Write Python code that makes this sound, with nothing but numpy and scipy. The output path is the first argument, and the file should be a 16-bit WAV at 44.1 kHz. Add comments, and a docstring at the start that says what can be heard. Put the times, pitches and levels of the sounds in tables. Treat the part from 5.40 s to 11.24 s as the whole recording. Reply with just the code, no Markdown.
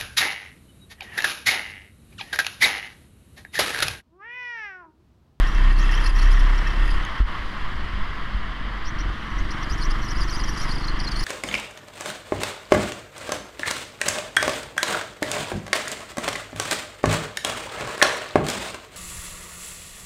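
"""A go-kart in an indoor hall; the microphone is in a sealed camera housing on the driver's helmet.
First the single-cylinder engine pulls, pulse by pulse, over noise for the roar of tyres and engines; a kart
passes alongside as faint wavering tones, and a loose plastic joint near the microphone squeaks by stick-slip.
The throttle shuts with a rasp, a decaying low swing thumps, and the kart coasts over a shuddering floor.
Then the throttle opens again, and the joint squeaks in quick succession as the kart pulls out of the bend."""
import sys
import numpy as np
from scipy import signal
from scipy.fft import rfft, irfft, next_fast_len
from scipy.io import wavfile
from scipy.ndimage import uniform_filter1d, map_coordinates

SR = 44100
rng = np.random.default_rng(int(sys.argv[2]) if len(sys.argv) > 2 else 0)


def file_out(sig):
    """Save sig as 16-bit WAV at sys.argv[1]."""
    # one column per channel
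    cols = np.atleast_2d(sig).T
    # limit, then scale
    lim = np.clip(cols, -1, 1)
    pcm = np.round(lim * 32767).astype(np.int16)
    wavfile.write(sys.argv[1], SR, pcm)


def boost_factor(decibels):
    """Convert a level in decibels to a linear amplitude factor."""
    exponent = np.asarray(decibels, float) / 20
    return 10 ** exponent


N = 257544

# Driver's throttle. Each row: time in seconds, opening from 0 to 1.
THROTTLE = [(0, 1), (1.61, 1), (1.67, .35), (3.45, .3), (3.57, .9), (3.7, .8), (3.85, .55), (3.95, .85),
            (4.6, .97), (5.84, 1)]
# Engine speed. Each row: time in seconds, firings per second.
FIRING_RATE = [(0, 32.6), (.27, 32.1), (.68, 33.2), (.97, 32.6), (1.18, 33.4), (1.31, 33.5), (1.48, 34.2),
               (1.6, 34.3), (1.75, 31.9), (1.9, 29.3), (2.23, 25.8), (2.54, 24.5), (3.25, 22.7),
               (3.64, 22.6), (3.89, 21.8), (4.1, 22.8), (4.33, 24.4), (4.66, 24.4), (4.9, 24.6),
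               (5.1, 24.6), (5.67, 25.1), (5.84, 25.8)]
# Exhaust path to the microphone. Each row: frequency in Hz, relative gain in dB.
EXHAUST_PATH = [(20, -18), (65, 0), (100, 2.5), (128, 4), (148, 4), (168, -4), (195, -5.5), (220, -0.5),
                (236, -14), (258, -12), (274, -2), (296, -5), (318, 1.5), (336, -1.5), (356, -10),
                (600, -28.5), (2000, -47), (5000, -120)]
# Exhaust drone smeared by the hall and other karts. Each row: frequency in Hz, relative level in dB per Hz.
DRONE_SPECTRUM = [(41, -33), (70, -4.5), (102, -6), (161, -3.5), (175, -8), (200, -0.5), (430, -14),
                  (666, -26), (800, -19), (1040, -48), (1760, -120)]
# Moments when the frame's shake swells (+) or slackens (-). Each row: time in seconds, change in dB.
SHAKE_SURGES = [(.78, -3), (1.0, -0.5), (1.3, -3.5), (1.44, 1), (3.6, 5), (4.5, 13.5)]
# Jolts through the frame. Each row: start in seconds, swing level in dB before a common lift,
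# settled pitch in Hz, time to fall 60 dB in seconds, knock level in dB.
JOLTS = [(1.8016, -7.5, 41.8, 0.23, -23.5), (2.535, -18, 39.66, 0.26, -39), (2.944, -17, 41.74, 0.29, -35),
         (4.332, -15.5, 42.15, 0.31, -40)]
# Steady shudder of the frame. Each row: frequency in Hz, relative level in dB per Hz.
SHUDDER_SPECTRUM = [(8, 3), (16, -19.5), (22, 1), (32, -8), (45, -1), (60, -18.5), (90, -20), (200, -52),
                    (500, -120)]
# Rough (+) and smooth (-) patches of floor. Each row: time in seconds, change in dB.
FLOOR_PATCHES = [(1.72, 0), (2.15, 1.5), (2.45, 4.5), (2.6, 3.5), (2.75, -6), (3.15, -7), (3.63, 2),
                 (3.85, -8.5), (4, 4.5), (4.25, -13), (4.45, 3), (5.2, -2.5)]
# Looseness of the fittings, heard as chatter. Each row: time in seconds, level in dB before a common trim.
CHATTER = [(0, -44), (.3, -45.5), (.65, -40), (.84, -41), (.9, -43), (1.45, -48), (1.52, -38), (1.6, -52),
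           (3.3, -62.5), (4.55, -47.5), (4.75, -49), (5.3, -43.5), (5.55, -56.5), (5.84, -41)]
# Short squeaky tones. Each row: nominal start in seconds, nominal length in seconds,
# level in dB before a common lift, middle pitch in Hz.
SQUEAKY_TONES = [(0.069, .019, -46, 5420), (0.376, .01, -50, 4610), (0.383, 0.057, -43, 5750),
                 (0.43, .012, -46, 4927), (0.512, 0.019, -44, 5200), (0.54, 0.024, -43, 5470),
                 (0.64, 0.01, -36, 4900), (0.658, 0.02, -33, 5255), (0.694, 0.011, -47, 4685),
                 (0.746, 0.032, -52, 5570), (0.784, 0.02, -49, 5300), (0.815, 0.014, -46, 4720),
                 (0.827, 0.0101, -36.5, 5685), (0.847, .015, -43, 5510), (0.912, 0.0304, -43, 5300),
                 (0.995, .012, -40, 5410), (1.178, .013, -42, 5310), (1.27, 0.012, -39, 5370),
                 (1.501, .01, -42, 4900), (3.452, 0.043, -39, 5600), (3.587, 0.031, -39, 5500),
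                 (3.982, .023, -43.5, 6180), (4.106, 0.02, -37, 5176), (4.229, 0.0087, -40.5, 5680),
                 (4.24, .009, -41, 4900), (4.299, 0.018, -37, 5080), (4.317, 0.03, -39, 5940),
                 (4.374, 0.022, -44, 5510), (4.405, 0.047, -37.5, 5130), (4.461, 0.0069, -45, 6300),
                 (4.501, 0.02, -36, 4900)]
# Crowded squeaks out of the bend, rising and falling in level.
# Each row: time in seconds, level in dB before a common lift, pitch in Hz.
CROWDED_SQUEAKS = [(4.6, -62, 5300), (4.63, -44, 6200), (4.638, -50, 5000), (4.648, -37, 5810),
                   (4.675, -49, 5500), (4.69, -34, 4900), (4.702, -44, 5400), (4.714, -35, 5800),
                   (4.73, -42, 5110), (4.744, -57, 5000), (4.756, -40, 4945), (4.77, -40, 4690),
                   (4.782, -41, 5700), (4.8, -40, 5490), (4.812, -36, 4840), (4.836, -35.5, 4790),
                   (4.848, -46, 6000), (4.868, -56, 5630), (4.885, -39, 5000), (4.894, -38, 4340),
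                   (4.902, -35, 5650), (4.922, -41, 5590), (4.934, -36, 4450), (4.955, -34, 4900),
                   (4.968, -39, 5970), (4.99, -41, 5850), (5.0, -36, 4860), (5.016, -37, 4800),
                   (5.028, -59, 4900), (5.038, -34, 5810), (5.056, -44, 5110), (5.075, -40, 4900),
                   (5.093, -33.5, 5650), (5.12, -48, 5600), (5.132, -48, 5210), (5.144, -37, 4440),
                   (5.158, -46, 5610), (5.178, -37, 4900), (5.198, -37, 4900), (5.222, -36, 5450),
                   (5.25, -42, 5480), (5.276, -45, 5030), (5.292, -39.5, 4700), (5.318, -31.5, 4800),
                   (5.335, -42, 5520), (5.352, -41, 5000), (5.362, -38, 4850), (5.372, -59, 4700),
                   (5.385, -33.5, 4410), (5.4, -47, 5300), (5.413, -38, 4550), (5.426, -45, 4604),
                   (5.446, -36.5, 4550), (5.468, -46, 5190), (5.486, -34.5, 4360), (5.508, -46, 4510),
                   (5.528, -53, 4705), (5.562, -46, 4300), (5.588, -53, 5800), (5.6, -30.5, 4400),
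                   (5.615, -38, 4900), (5.632, -48, 4900), (5.646, -32.5, 4950), (5.662, -46, 4300),
                   (5.677, -31, 4300), (5.688, -34, 4980), (5.704, -58, 4800), (5.718, -26, 4750),
                   (5.73, -40, 4600), (5.752, -44, 4470), (5.764, -30, 4350), (5.782, -39, 4470),
                   (5.802, -29, 4950), (5.814, -39, 5540), (5.826, -36, 5080), (5.84, -30, 5200)]
# Housing resonances near the joint. Each row: frequency in Hz, width in Hz, relative gain in dB.
HOUSING_MODES = [(4232, 127, 3.5), (4900, 214, -0.5), (5620, 316, -1), (9720, 780, 8), (11800, 900, -1)]
# Dry rubbing of the joint. Each row: frequency in Hz, relative level in dB per Hz.
RUBBING_SPECTRUM = [(2500, -78), (4200, 4), (6000, 7), (7200, -2), (8600, -13), (10000, -22), (12300, -7.5),
                    (13500, -18), (14800, -26), (16000, -90)]
# Rasp as the throttle shuts: start in seconds, level of its lowest tone in dB, pitch in Hz.
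TICK = (1.6497, -27, 3200)
# Panel resonances. Each row: frequency in Hz, width in Hz, relative gain in dB.
PANEL_MODES = [(1837, 44, 4.5), (2690, 64, -3.5), (3200, 140, -9.5)]
# Swells of the panel buzz. Each row: time in seconds, rise in dB.
BUZZ_SWELLS = [(.5, 5.3), (1.55, 3.2)]
# Short tonal pings of a panel. Each row: start in seconds, peak level in dB, pitch in Hz.
PINGS = [(.425, -36, 3130), (0.441, -31, 2650), (.518, -32, 2770), (.536, -27, 3070), (.575, -26, 3130)]
# Roar of the hall round the kart. Each row: time in seconds, level in dB.
ROAR_LEVEL = [(0, -32.5), (.6, -31.5), (1.7, -33), (2.2, -34.5), (3, -35.5), (4.2, -35), (5.84, -33.5)]
# Colour of that roar. Each row: frequency in Hz, relative level in dB per Hz.
ROAR_SPECTRUM = [(290, -8), (500, -9.5), (544, -9.5), (623, -9), (670, -7.5), (844, -7), (1070, 2),
                 (1300, -0.5), (1500, -2.5), (2010, -1), (2460, -13.5), (3130, -7), (3660, -16),
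                 (4900, -21), (6110, -36.5), (7940, -50), (13400, -120)]
# Colour of the hiss above it. Each row: frequency in Hz, relative level in dB per Hz.
HISS_SPECTRUM = [(4000, -5.5), (6000, -5.5), (7500, -9.5), (8800, -10.5), (10000, -14.5), (12000, -17),
                 (13500, -21), (15000, -45), (16000, -90)]
# Kart alongside. Each row: time in seconds, firings per second, level of its sixth order in dB.
NEIGHBOUR = [(0, 33, -57), (.15, 34.6, -46), (.28, 31.6, -34.5), (.42, 33, -43.5), (2, 29.3, -64),
             (2.5, 31.7, -48.5), (3.3, 36, -50), (3.7, 28, -70)]
# Brief dips of everything but the frame. Each row: time in seconds, depth in dB.
DIPS = [(.345, 3.5), (.73, 5.5), (1.845, 8.5)]

FRAME_HZ = 32.8  # firing rate at which the frame shakes most


def unit(x):
    """x scaled to an rms of 1."""
    return x / np.sqrt(np.mean(x ** 2) + 1e-20)


def along(points, hz):
    """Values at hz from (Hz, value) points on a log axis."""
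    f, value = np.transpose(points)
    return np.interp(np.log(hz + 1), np.log(f + 1), value)


def curves(rows):
    """One value per sample for each column after the time."""
    s, *columns = np.transpose(rows)
    return [np.interp(np.arange(N) / SR, s, column) for column in columns]


def wobble(rate):
    """A smooth random curve, rate knots a second."""
    knots = rng.standard_normal(int(N * rate / SR) + 4)
    return map_coordinates(knots, [np.arange(N) * rate / SR])


def humps(rows, half_s):
    """Bell-shaped humps in dB from (s, dB) rows, down to 1/e at half_s from the middle."""
    t = np.arange(N) / SR
    return sum(db * np.exp(-((t - s) / half_s) ** 2) for s, db in rows)


def filtered(x, response):
    """x filtered by a complex response of frequency."""
    m = 2 * next_fast_len(N // 2 + SR // 2)
    return irfft(rfft(x, m) * response(np.fft.rfftfreq(m, 1 / SR)), m)[:N]


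def causal(spectrum):
    """The minimum-phase response with the gain of a spectrum."""
    def response(hz):
        cepstrum = irfft(np.log(boost_factor(along(spectrum, hz))))
        cepstrum[1:len(hz) - 1] *= 2
        cepstrum[len(hz):] = 0
        return np.exp(rfft(cepstrum))
    return response


def resonances(modes):
    """A causal response summed from resonant peaks of alternating sign."""
    def response(hz):
        total = 0
        for k, (centre, width, db) in enumerate(modes):
            peak = 1j * hz * width / (centre * centre - hz * hz + 1j * hz * width)
            total = total + (-1) ** k * boost_factor(db) * peak
        return total
    return response


def rush(spectrum, patchy_db):
    """Coloured noise of rms 1 with patches of random gain in time and frequency."""
    z = signal.stft(rng.standard_normal(N), nperseg=512)[2]
    field = uniform_filter1d(rng.standard_normal(z.shape), size=4, axis=0)
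    field = uniform_filter1d(field, size=10, axis=1)
    x = signal.istft(z * boost_factor(patchy_db * unit(field)), nperseg=512)[1][:N]
    return unit(filtered(x, lambda hz: boost_factor(along(spectrum, hz))))


def looseness():
    """The chatter level in dB above -50 dB, slowly followed."""
    return uniform_filter1d(curves(CHATTER)[0], size=9000) + 50


def firing_turns():
    """Running count of firings, with a slight unsteadiness of the engine speed."""
    rate, = curves(FIRING_RATE)
    return np.cumsum(rate * (1 + 0.0019 * wobble(6))) / SR


def exhaust(turns):
    """One pulse per firing rings the exhaust path; a noisy drone is what the hall and other karts smear."""
    level_db, waver_db = -38, -0.5
    labour_db_per_hz = 0.233  # under throttle it grows as the rate falls below the frame's resonance
    silencer_s_per_hz = 2.5e-5  # the silencer lets higher orders out later
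    coast_hz, coast_db = 258, -13  # off throttle the drone loses this much above this pitch
    rate, = curves(FIRING_RATE)
    throttle, = curves(THROTTLE)
    fired = np.flatnonzero(np.diff(np.floor(turns)))
    pulses = np.zeros(N)
    pulses[fired] = boost_factor(0.55 * rng.standard_normal(len(fired)))  # no two charges burn alike
    piped = filtered(pulses, causal(EXHAUST_PATH))
    delayed = filtered(piped, lambda hz: np.exp(-1j * np.pi * silencer_s_per_hz * hz ** 2))
    beat = throttle * unit(delayed)
    drone = (0.85 - 0.4 * throttle) * rush(DRONE_SPECTRUM, patchy_db=1.5)
    coast_loss = filtered(drone, lambda hz: boost_factor(coast_db / (1 + (coast_hz / (hz + 1)) ** 6)) - 1)
    drone = drone + (1 - throttle) * coast_loss
    labour_db = labour_db_per_hz * throttle ** 3 * (FRAME_HZ - rate)
    return boost_factor(level_db + labour_db + waver_db * wobble(3.71)) * (beat + drone)


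def shake(turns):
    """Firings drive the frame near its resonance; the crank at twice their rate drives a second one."""
    frame_db, frame_waver_db, frame_width_hz = -17, 3, 4.3
    seat_db, seat_waver_db, seat_hz, seat_width_hz = -31, 3.1, 44.9, 9.6
    rate, = curves(FIRING_RATE)
    throttle, = curves(THROTTLE)
    frame_level = boost_factor(frame_db + humps(SHAKE_SURGES, 0.057) + frame_waver_db * wobble(9.5))
    frame_level = frame_level / np.hypot(1, 2 * (rate - FRAME_HZ) / frame_width_hz)
    swing = np.sin(2 * np.pi * turns + 1.77) + 0.073 * np.sin(4 * np.pi * turns + 2.0)
    frame = np.sqrt(2) * frame_level * swing
    seat = boost_factor(seat_db + seat_waver_db * wobble(6)) * np.sin(4 * np.pi * turns)
    seat = seat / np.hypot(1, 2 * (2 * rate - seat_hz) / seat_width_hz)
    return throttle ** 3 * frame + np.sqrt(throttle) * seat


def jolts():
    """Each bump sets the hard-bent frame swinging, faster at first, with a short knock of the seat."""
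    out, t = np.zeros(N + SR), np.arange(SR // 2) / SR
    stiff_s = 0.0027  # time gained by the faster first swings
    swing_t = t + stiff_s * (1 - np.exp(-t / 0.0091))
    onset = 1 - np.exp(-t / 0.0026)
    for s, db, hz, t60, knock_db in JOLTS:
        swing = -np.sin(2 * np.pi * hz * swing_t) * onset
        knock = boost_factor(knock_db - 60 * t / 0.041) * np.sin(2 * np.pi * 270 * t)
        out[round(s * SR):][:len(t)] += boost_factor(db + 2.0 - 60 * t / t60) * swing - knock
    return out[:N]


def shudder():
    """The floor shakes the frame as low noise, more over rough patches."""
    return boost_factor(-25.5 + humps(FLOOR_PATCHES, 0.05)) * rush(SHUDDER_SPECTRUM, patchy_db=1.5)


def joint_press(turns):
    """Level and slip rate: chatter kicked by each firing, short squeaky tones, then crowded squeaks."""
    rise_hz_per_s = 28000  # the pitch rises through each short tone
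    t = np.arange(N) / SR
    start, length, db, hz = np.transpose(SQUEAKY_TONES)
    half_rise = rise_hz_per_s * length / 2
    glide_s = np.ravel([start, start + length], "F")
    glide_hz = np.ravel([hz - half_rise, hz + half_rise], "F")
    slip_hz = np.interp(t, glide_s, glide_hz)
    press = boost_factor(curves(CHATTER)[0] - 5)
    press = press * boost_factor(2.5 * wobble(70) + 4 * np.sin(-2 * np.pi * turns))
    for s, span, level in zip(start, length, db):
        # each tone starts a little early and outlasts its nominal length
        u = np.linspace(0, 1, round(1.57 * span * SR))
        at = round((s - 0.2 * span) * SR)
        swell = np.sin(np.pi * u ** 0.75) ** 1.5  # grips fast, lets go slowly
        press[at:at + len(u)] += boost_factor(level + 1.5) * swell
    crowded_db, crowded_hz = curves(CROWDED_SQUEAKS)
    crowded = t > CROWDED_SQUEAKS[0][0]
    press = np.where(crowded, boost_factor(crowded_db + 2.5), press)
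    return press, np.where(crowded, crowded_hz, slip_hz)


def joint(turns):
    """Stick-slip at a few thousand slips a second: rough tones, an octave and grit ring the housing."""
    press, slip_hz = joint_press(turns)
    rough = 1 + 0.015 * wobble(90) + 0.035 * wobble(300) + 0.022 * wobble(2500)
    phase = 2 * np.pi * np.cumsum(slip_hz * rough) / SR
    # another contact slips at its own rate
    second_rough = 1 + 0.08 * wobble(110) + 0.025 * wobble(1500)
    second_phase = 2 * np.pi * np.cumsum(slip_hz * second_rough) / SR
    second = boost_factor(-4.5 + 3.3 * wobble(120)) * np.sin(second_phase)
    harsh_db = 0.76 * (looseness() - 9)  # a looser joint squeaks harsher
    octave = boost_factor(-18 + harsh_db + 1.5 * wobble(22.7)) * np.sin(2 * phase)
    # irregular slips ring the lower housing resonances at once, against the tone
    scrape = rush(RUBBING_SPECTRUM, patchy_db=4)
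    grit = boost_factor(-9) * filtered(scrape, lambda hz: 1 / (1 + (hz / 7000) ** 8))
    slips = press * boost_factor(2.9 * wobble(600)) * (np.sin(phase) + second + grit + octave)
    # the rubbing is spread out round each squeak
    rubbing = uniform_filter1d(press, size=1000) * boost_factor(-16 + harsh_db + 5.1 * wobble(120))
    rubbing = rubbing * rush(RUBBING_SPECTRUM, patchy_db=-1.5)
    return 1.04 * filtered(slips, resonances(HOUSING_MODES)) + rubbing


def tick():
    """A few sharp slips in a row as the throttle shuts: a short tone with overtones."""
    length_s, fall_db = 0.003, 9  # fall: loss per overtone
    s, db, hz = TICK
    out, t = np.zeros(N), np.arange(round(length_s * SR)) / SR
    rasp = sum(boost_factor(db - fall_db * k) * np.sin(2 * np.pi * (k + 1) * hz * t) for k in range(4))
    out[round(s * SR):][:len(t)] = np.sqrt(np.sin(np.pi * t / length_s)) * rasp
    return out


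def buzz():
    """Clumps of tiny contacts ring the panels while the engine pulls at high speed."""
    level_db, follows, from_hz = -43, 0.32, 28.3  # follows: dB per dB of looseness; from_hz: firing rate
    contacts = rng.standard_normal(N) * boost_factor(3 * wobble(45) + 2 * wobble(300))
    pulling = curves(THROTTLE)[0] * np.clip(curves(FIRING_RATE)[0] - from_hz, 0, 1)
    panel = resonances(PANEL_MODES)
    ring = unit(filtered(contacts, lambda hz: panel(hz) / (1 + (hz / 3900) ** 8)))
    return boost_factor(level_db + follows * looseness() + humps(BUZZ_SWELLS, 0.29)) * pulling * ring


def pings():
    """A panel sings for a moment: a short tone that swells and fades."""
    length_s = 0.0096
    out, t = np.zeros(N), np.arange(round(length_s * SR)) / SR
    for s, db, hz in PINGS:
        swell = np.sin(np.pi * t / length_s)
        out[round(s * SR):][:len(t)] += boost_factor(db) * swell * np.sin(2 * np.pi * hz * t)
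    return out


def road(turns):
    """The roar and hiss of tyres and engines as noise, throbbing with each firing."""
    roar_db, = curves(ROAR_LEVEL)
    hiss_db = -55.5 + 0.54 * looseness()
    throttle, = curves(THROTTLE)
    throb = 1 + 0.12 * throttle * np.cos(2 * np.pi * turns) + 0.02 * np.cos(4 * np.pi * turns)
    roar = boost_factor(roar_db + 0.55 * wobble(9)) * throb * rush(ROAR_SPECTRUM, patchy_db=0.93)
    hiss = boost_factor(hiss_db) * throb * rush(HISS_SPECTRUM, patchy_db=1.2)
    return roar + hiss


def neighbour():
    """Of the kart alongside, only the orders near its exhaust resonance stand out, unsteady."""
    rate, db = curves(NEIGHBOUR)
    phase = 2 * np.pi * np.cumsum(rate * (1 + 0.0074 * wobble(9.8))) / SR
    out = np.zeros(N)
    for order in (6, 7):
        out += boost_factor(db - 7 * (order - 6) + 2 * wobble(7)) * np.sin(order * phase)
    return out


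def scene():
    """The frame's low motion, plus everything carried by air and housing."""
    turns = firing_turns()
    frame = shake(turns) + shudder() + jolts()
    carried = exhaust(turns) + road(turns) + joint(turns) + buzz() + pings() + tick() + neighbour()
    dip = boost_factor(-humps(DIPS, 0.026))
    return (frame + dip * carried)[None]


def low_pass(x):
    """Removes everything above the highest recorded frequency."""
    return signal.sosfilt(signal.butter(12, 15100, fs=SR, output="sos"), x)


def record(dry):
    """The finished mix as the camera keeps it."""
    return low_pass(dry)


dry = scene()
out = record(dry)
file_out(out)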